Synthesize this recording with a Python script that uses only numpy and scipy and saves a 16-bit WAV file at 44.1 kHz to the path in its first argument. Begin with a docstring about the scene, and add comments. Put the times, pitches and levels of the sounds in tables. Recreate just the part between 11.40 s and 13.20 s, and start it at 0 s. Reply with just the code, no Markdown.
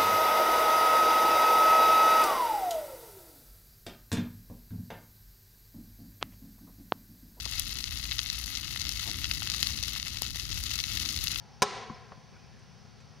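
"""A back yard, heard from a camcorder's microphones: soft hiss, low rumble and the motor's faint whine.
At 0.22 s, some metres off and a little left, a hollow plastic bat cracks against a ball and overloads
the input. Trees and sheds scatter the crack back. A dull thud follows at 0.5 s, a light knock at 0.72 s,
then a softer thud and three faint ticks. Throughout, a comb filter notches the motor's overtones."""
import sys
import numpy as np
from scipy import signal
from scipy.fft import rfft, irfft
from scipy.io import wavfile

SR = 44100
rng = np.random.default_rng(int(sys.argv[2]) if len(sys.argv) > 2 else 0)


def unload_wav(signal):
    """Save mono or channel-first audio to the path in sys.argv[1] as 16-bit WAV at rate SR, clipped to [-1, 1]."""
    wavfile.write(
        sys.argv[1],
        SR,
        np.round(np.clip(np.atleast_2d(signal).T, -1, 1) * 32767).astype(np.int16),
    )


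N = 79380  # 1.8 s
TIME_S = np.arange(N) / SR
BIN_HZ = np.arange(N // 2 + 1) * SR / N


def undb(db):
    """Decibels to gain."""
    return 10 ** (np.asarray(db) / 20)


def curve_db(points):
    """Level at each bin, from (frequency, level) points joined on a log-frequency axis."""
    rows = np.array(points, float)
    return np.interp(np.log(BIN_HZ + 1), np.log(rows[:, 0]), rows[:, 1])


def shaped_noise(gains):
    """White noise weighted bin by bin, then scaled to rms 1."""
    noise = irfft(rfft(rng.standard_normal(N)) * gains, N)
    return noise / np.sqrt(np.mean(noise ** 2))


def coloured(points, tilt_db=0):
    """Noise of rms 1 with the given spectrum, tilted per octave."""
    return shaped_noise(undb(curve_db(points) + tilt_db * np.log2(BIN_HZ + 1)))


def narrow(hz, width):
    """Noise of rms 1 in one resonance; at 0 Hz, a slow random wander."""
    return shaped_noise(1 / (1 + ((BIN_HZ - hz) / width) ** 2))


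def since(start):
    """Seconds since a moment, zero before it."""
    return np.maximum(TIME_S - start, 0)


def rise(start, rise_s):
    """Softened onset, from 0 towards 1."""
    return 1 - np.exp(-since(start) / rise_s)


def fade(start, t60):
    """Instant attack, then a fall of 60 dB every t60 seconds."""
    age = since(start)
    return (age > 0) * np.exp(-np.log(1000) * age / t60)


def ring(start, modes):
    """Damped modes struck at one moment."""
    age = since(start)
    return sum(undb(db) * fade(start, t60) * np.sin(2 * np.pi * hz * age) for hz, db, t60 in modes)


def spread(side):
    """Opposite signs left and right."""
    return np.array([side, -side])


# open-air hiss, alike at both microphones (frequency [Hz], relative level [dB])
HISS_CENTRE = [(100, -6), (400, 0), (800, 0), (1200, -3), (2200, -6.5), (4000, -9.5), (5000, -7),
               (6000, -7.5), (6800, -19), (7800, -27), (10000, -23.5), (12500, -31.5)]
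# hiss and an 11 kHz whine, in opposite phase at the two microphones (frequency [Hz], relative level [dB])
HISS_SIDE = [(100, -1.5), (500, -1.5), (1000, -5), (2000, -16.5), (4000, -17.5), (6200, -17), (7500, -23.5),
             (10000, -22), (11000, -7.5), (12500, -49)]
def hiss():
    """Soft hiss near the centre, with a little width and a faint high camcorder whine."""
    return undb(-61) * coloured(HISS_CENTRE) + spread(undb(-66) * coloured(HISS_SIDE))


# the low end of the yard's ambience (frequency [Hz], relative level [dB])
RUMBLE_SPECTRUM = [(20, -29), (40, -3), (65, 0.5), (100, -1), (118, 4), (140, -3.5), (190, -6), (232, -5),
                   (280, -19), (500, -47), (2000, -68)]
def rumble():
    """Separate low noise at each microphone, stronger on the left; the level flutters slightly."""
    flutter_db = 0.15 * narrow(0, width=8.3)
    return np.array([undb(db + flutter_db) * coloured(RUMBLE_SPECTRUM) for db in (-52.5, -59.5)])


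# faint swells in the ambience (time [s], half-length [s], frequency [Hz], half-width [Hz], level [dB])
HISS_SWELLS = [(0.14, 0.29, 832, 90, -64), (0.55, 0.01, 5250, 110, -58.5), (0.957, 0.019, 1520, 150, -63),
               (0.958, 0.065, 2420, 130, -68.5), (1.07, 0.11, 2430, 160, -70.5),
               (1.166, 0.081, 1710, 127, -70.5)]
def swells():
    """Narrow bands rise out of the hiss and sink back."""
    return sum(undb(db) * narrow(hz, width) * np.exp(-((TIME_S - centre) / length) ** 2)
               for centre, length, hz, width, db in HISS_SWELLS)


# the camcorder's own tones, right by the microphones (frequency [Hz], starting level [dB], drift [dB/s])
CAMCORDER_TONES = [(147, -66, 0), (4507, -66, -1.5), (5395, -67.5, 1.5), (5980, -76, 1.5),
                   (9140, -92.5, 1.5), (15734, -96, 0)]
def camcorder():
    """Motor hum and whine, plus a thin video line whistle; all wobble slightly in pitch."""
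    pitch_ratio = 1 + 0.00105 * narrow(0, width=11.2)
    wobbled_s = np.cumsum(pitch_ratio) / SR
    return np.sqrt(2) * sum(undb(db + drift * TIME_S) * np.sin(2 * np.pi * hz * wobbled_s)
                            for hz, db, drift in CAMCORDER_TONES)


# the knock's rustle, then three faint ticks (time [s], relative level [dB], tilt [dB/octave])
TICK_EVENTS = [(0.7195, 6, -5.5), (1.192, -18, 11), (1.452, -12.5, 1), (1.603, -11, 4.5)]
# a tick's colour before its tilt (frequency [Hz], relative level [dB])
TICK_SPECTRUM = [(150, -22), (330, -20), (500, 3.5), (1000, -0.5), (2800, -11.5), (5000, -13), (6500, -22),
                 (9000, -32), (12000, -58)]
def ticks():
    """Short bursts of noise, each with a faint tail."""
    out = 0
    for start, db, tilt in TICK_EVENTS:
        decay = fade(start, t60=0.011) + undb(-5.5) * fade(start, t60=0.11)
        out += undb(db - 45.5) * coloured(TICK_SPECTRUM, tilt) * decay * rise(start, rise_s=0.00038)
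    return out


# a light knock out in the yard (frequency [Hz], level [dB], t60 [s])
KNOCK_RING = [(522.5, -46, 0.059), (800, -35.5, 0.012), (1044, -30.5, 0.0073), (1820, -45, 0.016)]
def knock(start_s=0.7206):
    """A slightly cushioned tap rings a few short modes."""
    return ring(start_s, KNOCK_RING) * rise(start_s, rise_s=0.00049)


# dull thuds on the lawn (time [s], boom gain [dB], hollow ring gain [dB])
LAWN_THUDS = [(.4978, -3, 3.5), (0.5004, 2, -2), (0.775, -16, -36)]
# a thud's low boom (frequency [Hz], relative level [dB], t60 [s])
THUD_BOOM = [(163, -39.5, 0.12), (215, -31.5, 0.088)]
# a thud's hollow ring (frequency [Hz], relative level [dB], t60 [s])
THUD_HOLLOW = [(1050, -33, 0.021), (1300, -48, 0.015)]
def thuds():
    """Soft contacts, likely the ball or a foot landing on the lawn; the first two merge into one."""
    out = 0
    for start, boom_db, hollow_db in LAWN_THUDS:
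        boom = undb(boom_db) * ring(start, THUD_BOOM)
        hollow = undb(hollow_db) * ring(start, THUD_HOLLOW)
        out += (boom + hollow) * rise(start, rise_s=0.001)
    return out


# scatter reaching the microphones from around the yard (frequency [Hz], relative level [dB], t60 [s])
YARD_BANDS = [(100, -19, 0.71), (219, 7.5, 0.71), (333, -14, 1.3), (420, 0.5, 1.4), (750, -8, 1.4),
              (1150, 2, 0.87), (1600, -2.5, 1.36), (2040, -2, 1.3), (2800, -3.5, 1.02), (4600, -4, 0.93),
              (6340, -8, 0.85), (7700, -19, 0.59), (9160, -17.5, 0.71), (12300, -38, .4)]
# stronger returns from shed and trees farther off (delay [s], boost [dB], half-length [s])
YARD_ECHOES = [(.145, 2, 0.035), (.205, 2, 0.019)]
# the bat's main tones lingering in the yard (frequency [Hz], level [dB], half-width [Hz], t60 [s])
LINGERING_TONES = [(405, -50.5, 30, 1.3), (506, -49.5, 52, 1.28), (742, -46.5, 54, 1.45),
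                   (1025, -43.5, 58, 1.44), (1343, -53, 25, 0.98), (2300, -60, 40, 0.74)]
def yard():
    """Diffuse scatter of the crack; the top treble dies first, and far surfaces add swells."""
    start = BAT_SNAPS[0][0]  # the moment of the crack
    spectrum = rfft(coloured(YARD_BANDS))
    band_hz, _, band_t60 = np.transpose(YARD_BANDS)
    shares = [np.interp(BIN_HZ, band_hz, band) for band in np.eye(len(band_hz))]  # overlapping bands
    tail = sum(irfft(spectrum * share, N) * fade(start, t60) for share, t60 in zip(shares, band_t60))
    tones = sum(undb(db) * narrow(hz, width) * fade(start, t60) for hz, db, width, t60 in LINGERING_TONES)
    echo_db = sum(db * np.exp(-((since(start) - delay) / length) ** 2)
                  for delay, db, length in YARD_ECHOES)
    return (undb(-37.5) * tail + tones) * rise(start, rise_s=0.024) * undb(echo_db)


# the crack, two sharp snaps some metres from the microphones (time [s], relative level [dB])
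BAT_SNAPS = [(.2204, 3.5), (.2252, 3.5)]
# colour of each snap (frequency [Hz], relative level [dB])
SNAP_SPECTRUM = [(100, -26.5), (400, -9), (1500, 13), (2800, 1.5), (4500, 2.5), (6300, 7.5), (7500, -5.5),
                 (9000, 1), (10500, -31), (15000, -32)]
# modes of bat and ball (frequency [Hz], relative level [dB], t60 [s])
BAT_RING = [(189, -24, 0.052), (244, -16.5, 0.032), (410.7, -21.5, .13), (505, -16.5, 0.037),
            (551, -21.5, 0.073), (755.6, -17.5, 0.077), (825, -26, 0.14), (1006, -9.5, 0.047),
            (1104, -28, 0.176), (1322, -26.5, 0.1), (1400, -27, 0.035), (1590, -19, 0.033),
            (1695, -31, .08), (1960, -24, 0.029), (2340, -23.5, 0.05), (2433, -28.5, 0.066),
            (3900, -19.5, 0.074), (4503, -26, 0.11), (4530, -27.5, 0.042), (5345, -31, 0.088),
            (6124, -10.5, 0.015)]
def bat():
    """The blow rings the hollow bat; each snap is a noise burst with a short tail of dense shell modes."""
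    out = undb(-2.5) * ring(BAT_SNAPS[0][0], BAT_RING)
    for start, db in BAT_SNAPS:
        burst = undb(-11.5) * fade(start, t60=0.0065)
        shell = undb(-25.5) * fade(start, t60=0.045)
        out += undb(db) * coloured(SNAP_SPECTRUM) * (burst + shell)
    return out


# the play at the left microphone over the right (frequency [Hz], level [dB])
LEFT_OVER_RIGHT = [(100, 4), (250, 4), (600, 2.5), (1500, .5), (6000, 0.7), (8500, -12), (12000, -0.5)]
def scene():
    """From where the camcorder stands, the play is a little to the left; the yard's scatter is wider."""
    play = bat() + yard() + thuds() + knock() + ticks()
    balance = undb(spread(curve_db(LEFT_OVER_RIGHT)) / 2)
    placed = irfft(rfft(play) * balance, N)
    wide_scatter = spread(undb(-13) * yard())
    return placed + wide_scatter + hiss() + rumble() + swells() + camcorder()


OVERLOAD_DB, OVERLOAD_HARDNESS = -14.5, 5
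BASS_CUT_HZ, SHELF_HZ, SHELF_DB, TOP_HZ = 61, 9000, -5, 15750
NOTCH_SPACING_HZ, NOTCH_DEPTH, NOTCH_FEEDBACK = 300, 0.91, 0.6
def record(dry):
    """The input overloads, treble and bass are trimmed, a comb thins the motor's whine, the top is cut."""
    drive = np.abs(dry / undb(OVERLOAD_DB))
    clipped = dry / (1 + drive ** OVERLOAD_HARDNESS) ** (1 / OVERLOAD_HARDNESS)
    shelf_db = SHELF_DB / (1 + (SHELF_HZ / (BIN_HZ + 1)) ** 20)
    shelved = irfft(rfft(clipped) * undb(shelf_db), N)
    trimmed = signal.sosfilt(signal.butter(2, BASS_CUT_HZ, "high", fs=SR, output="sos"), shelved)
    gap = np.zeros(round(SR / NOTCH_SPACING_HZ) - 1)  # the comb's delay
    combed = signal.lfilter(np.r_[1, gap, -NOTCH_DEPTH], np.r_[1, gap, -NOTCH_FEEDBACK], trimmed)
    return signal.sosfilt(signal.ellip(8, .2, 70, TOP_HZ, fs=SR, output="sos"), combed)


dry = scene()
out = record(dry)
unload_wav(out)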